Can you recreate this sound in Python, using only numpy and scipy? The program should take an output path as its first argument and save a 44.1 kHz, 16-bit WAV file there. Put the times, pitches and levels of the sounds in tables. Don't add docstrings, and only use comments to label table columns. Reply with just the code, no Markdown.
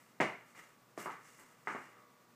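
import sys
import numpy as np
from scipy import signal
from scipy.fft import rfft, irfft, next_fast_len
from scipy.io import wavfile
from scipy.ndimage import uniform_filter1d

SR = 44100
rng = np.random.default_rng(int(sys.argv[2]) if len(sys.argv) > 2 else 0)


def pcm_store(signal):
    levels = np.round(np.clip(np.atleast_2d(signal), -1, 1) * 32767)
    wavfile.write(sys.argv[1], SR, levels.astype(np.int16).T)


N = 103635
T = np.arange(N) / SR
FFT_SIZE = 2 * next_fast_len(N)
FREQS = np.maximum(np.arange(FFT_SIZE // 2 + 1) * SR / FFT_SIZE, 1)

# freq_hz, gain_db
AIR_COLOUR = [(25, -70), (60, -79.5), (95, -69), (130, -52), (220, -53.5), (350, -56.5), (700, -58.5),
              (1000, -58), (1200, -59.5), (1500, -61.5), (2100, -63.5), (3000, -69), (4500, -70.5),
              (7500, -71), (10500, -77), (15000, -72.5)]
# pitch_hz, level_db
HUM_PARTIALS = [(120, -81), (240, -81), (480, -83), (600, -86.5), (962, -86), (1078, -87.5), (1140, -79.5),
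                (1200, -81), (1260, -86.5), (1440, -87), (2019, -90)]
# time_s, gain_db
WHINE_SWELL = [(0, -1), (.9, -0.5), (1.6, 2), (2.0, 7.5), (2.35, -1)]

# peak_s, rise_s, decay_s, low_db, rub_db, hiss_db, air_db
SCUFF_STROKES = [(.01, 0.034, 0.13, -63, -63.5, -65.5, -63.5), (.51, 0.055, 0.068, -58.5, -66, -64.5, -66),
                 (.582, 0.018, 0.072, -49.5, -49.5, -53, -56.5),
                 (1.005, 0.016, 0.066, -43, -47.5, -47.5, -45.5), (1.29, 0.049, 0.23, -62, -59, -56.5, -60),
                 (1.411, .03, 0.034, -48.5, -74, -55.5, -55), (1.714, 0.034, 0.048, -47, -57, -51.5, -64),
                 (1.86, 0.09, 0.062, -56, -54.5, -61.5, -64), (1.98, 0.058, 0.055, -55.5, -62.5, -76, -84)]
SCUFF_BANDS_HZ = [500, 2000, 6500, 12000]
# freq_hz, gain_db
RUB_COLOUR = [(80, -18), (300, 2.5), (700, -2), (1300, 2.5), (2100, 7.5), (2550, -5), (3300, -7),
              (4000, -11.5), (5000, -6), (8000, -1), (10000, -8), (15000, -12)]
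# centre_hz, width_hz, gain_db
RUB_RESONANCES = [(1275, 98, 8), (2030, 170, 0.5), (2383, 44, 7.5), (2827, 170, 12)]

# start_s, ring_db, thump_db, body_db, knock_db, clack_db, rap_db, treble_db
KNOCK_BLOWS = [(0.2021, 0, 8, 12, 9, -0.5, 12.5, 11), (.2052, -2, 15, 17, 16.5, 11.5, 14, 7),
               (.549, 1, -21, -21, -20.5, -13, -15.5, -13), (0.9766, 2, 1, 2, -6, 0.5, -9.5, 2.5),
               (1.0589, 2.5, 0, 1, 7.5, 9, -6, -5.5), (1.103, 1.5, -14, -11, -8, -5.5, -6.5, -6.5),
               (1.390, 1, -25.5, -24.5, -14, -14, -16.5, -16), (1.6727, 1.5, 2, -1, 8, 12, 4.5, -6),
               (1.749, -0.5, 0, 1, 0.5, -2, -4, -10.5)]
KNOCK_BANDS_HZ = [260, 650, 920, 1250, 2100, 5000]
# freq_hz, gain_db
BLOW_COLOUR = [(25, -53), (55, -41), (90, -21.5), (135, -5.5), (190, -3), (260, -3.5), (400, 1), (500, -5),
               (610, -2.5), (760, -3.5), (1250, -1.5), (1450, -3.5), (1650, -3.5), (2180, -2), (2430, -8),
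               (2630, -13), (2850, -9.5), (3150, -19), (4000, -22.5), (7300, -24.5), (10000, -34.5),
               (15000, -48)]
# pitch_hz, gain_db, t60_s
WOOD_MODES = [(311, -1.5, 0.018), (731, -2, 0.025), (1200, -9.5, 0.026), (2013, -3, 0.014),
              (259.3, 3, 0.48), (386.7, 1.5, 0.33), (605, -7, 0.3), (630, -16, 0.34), (705, -1.5, 0.11),
              (878, 2, 0.15), (1007, 1.5, 0.22), (1270, -2.5, 0.55), (1377, -0.5, 0.53), (1680, 3, 0.25),
              (2010, 9, 0.4), (2165, -4, 0.48), (2190, -1, .4), (2379, -1, 0.83)]
# freq_hz, t60_s
BASEMENT_DECAY = [(120, 0.33), (300, 0.38), (700, 0.36), (1300, 0.46), (2200, 0.46), (5000, 0.35),
                  (12000, 0.39)]


def from_db(db):
    return 10 ** (np.asarray(db) / 20)


def at_hz(points, hz):
    freqs, values = np.transpose(points)
    return np.interp(np.log(hz), np.log(freqs), values)


def colour(x, curve_db):
    cepstrum = irfft(np.log(from_db(curve_db)))
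    cepstrum[1:FFT_SIZE // 2] *= 2
    cepstrum[FFT_SIZE // 2 + 1:] = 0
    return irfft(rfft(x, FFT_SIZE) * np.exp(rfft(cepstrum)))[:N]


def drift(rate_hz):
    slow = irfft(rfft(rng.standard_normal(FFT_SIZE)) / (1 + (FREQS / rate_hz) ** 2))[:N]
    return slow / slow.std()


def unit_energy(x):
    return x / np.sqrt(np.sum(x ** 2) + 1e-20)


def fan_air(blades_per_s=10, swish_db=0.8):
    air = colour(rng.standard_normal(N), at_hz(AIR_COLOUR, FREQS))
    swish = np.sin(2 * np.pi * (blades_per_s * T + rng.random()))
    return air * from_db(swish_db * swish)


def motor_hum(waver_db=2, whine_above_hz=400):
    swell_db = np.interp(T, *np.transpose(WHINE_SWELL))
    hum = np.zeros(N)
    for hz, level_db in HUM_PARTIALS:
        rms = from_db(level_db + waver_db * drift(rate_hz=7.2) + swell_db * (hz > whine_above_hz))
        hum += rms * np.sqrt(2) * np.sin(2 * np.pi * (hz * T + rng.random()))
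    return hum


def scuffs(grain_db=1.5):
    peaks_db = sum(db / (1 + (2 * (FREQS - hz) / width) ** 2) for hz, width, db in RUB_RESONANCES)
    shared_db = at_hz(RUB_COLOUR, FREQS) + peaks_db
    grain = from_db(grain_db * drift(rate_hz=104))
    out = np.zeros(N)
    for peak_s, rise_s, decay_s, *bands_db in SCUFF_STROKES:
        t = T - peak_s
        stroke = np.exp(-np.where(t < 0, 0.5 * (t / rise_s) ** 2, t / decay_s))
        friction = stroke * grain * rng.standard_normal(N)
        stroke_db = at_hz(list(zip(SCUFF_BANDS_HZ, bands_db)), FREQS)
        out += colour(friction, shared_db + stroke_db)
    return out


def room_tail(t):
    white, hz = rfft(rng.standard_normal(SR)), np.arange(SR // 2 + 1)
    centres_hz = np.geomspace(100, 14000, 12)
    tail = np.zeros(SR)
    for centre_hz, share in zip(centres_hz, np.eye(len(centres_hz))):
        band = irfft(white * np.interp(hz, centres_hz, share), SR)
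        tail += band * from_db(-60 * t / at_hz(BASEMENT_DECAY, centre_hz))
    return tail


def click_at_mic(ring_db, contact_hz=2640, echoes_per_s=1800, early_t60_s=0.13, build_s=0.0045):
    t = T[:SR]
    direct = signal.sosfilt(signal.butter(2, contact_hz, fs=SR, output="sos"), (t == 0) + 1e-18)
    echo_age_s = np.maximum(t - 0.0017, 0)
    echoes = (rng.random(SR) < echoes_per_s / SR) * rng.standard_normal(SR)
    early = unit_energy(echoes * (echo_age_s > 0) * from_db(-60 * t / early_t60_s))
    tail = unit_energy(room_tail(t) * (1 - np.exp(-echo_age_s / build_s)))
    click = from_db(-7) * direct + from_db(-4.5) * early + from_db(ring_db - 2) * tail
    power = uniform_filter1d(np.abs(rfft(click, FFT_SIZE)) ** 2, size=int(140 * FFT_SIZE / SR))
    return colour(click, -10 * np.log10(power))[:SR]


def wood_ring():
    t, ring = T[:SR], np.zeros(SR)
    for hz, gain_db, t60_s in WOOD_MODES:
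        damping = np.log(1000) / t60_s
        amplitude = from_db(gain_db) * 2 * damping / SR
        ring += amplitude * np.exp(-damping * t) * np.sin(2 * np.pi * (hz * t + rng.random()))
    return ring


def knocks():
    shared_db = at_hz(BLOW_COLOUR, FREQS)
    out = np.zeros(N)
    for start_s, ring_db, *bands_db in KNOCK_BLOWS:
        blow = click_at_mic(ring_db) + from_db(ring_db) * wood_ring()
        placed = np.pad(blow, (int(start_s * SR), 0))[:N]
        landing_db = at_hz(list(zip(KNOCK_BANDS_HZ, bands_db)), FREQS)
        out += colour(placed, shared_db + landing_db)
    return out


def scene():
    return (fan_air() + motor_hum() + scuffs() + knocks())[None]


def record(dry):
    return signal.sosfilt(signal.ellip(12, 0.1, 70, 15400, fs=SR, output="sos"), dry)


dry = scene()
out = record(dry)
pcm_store(out)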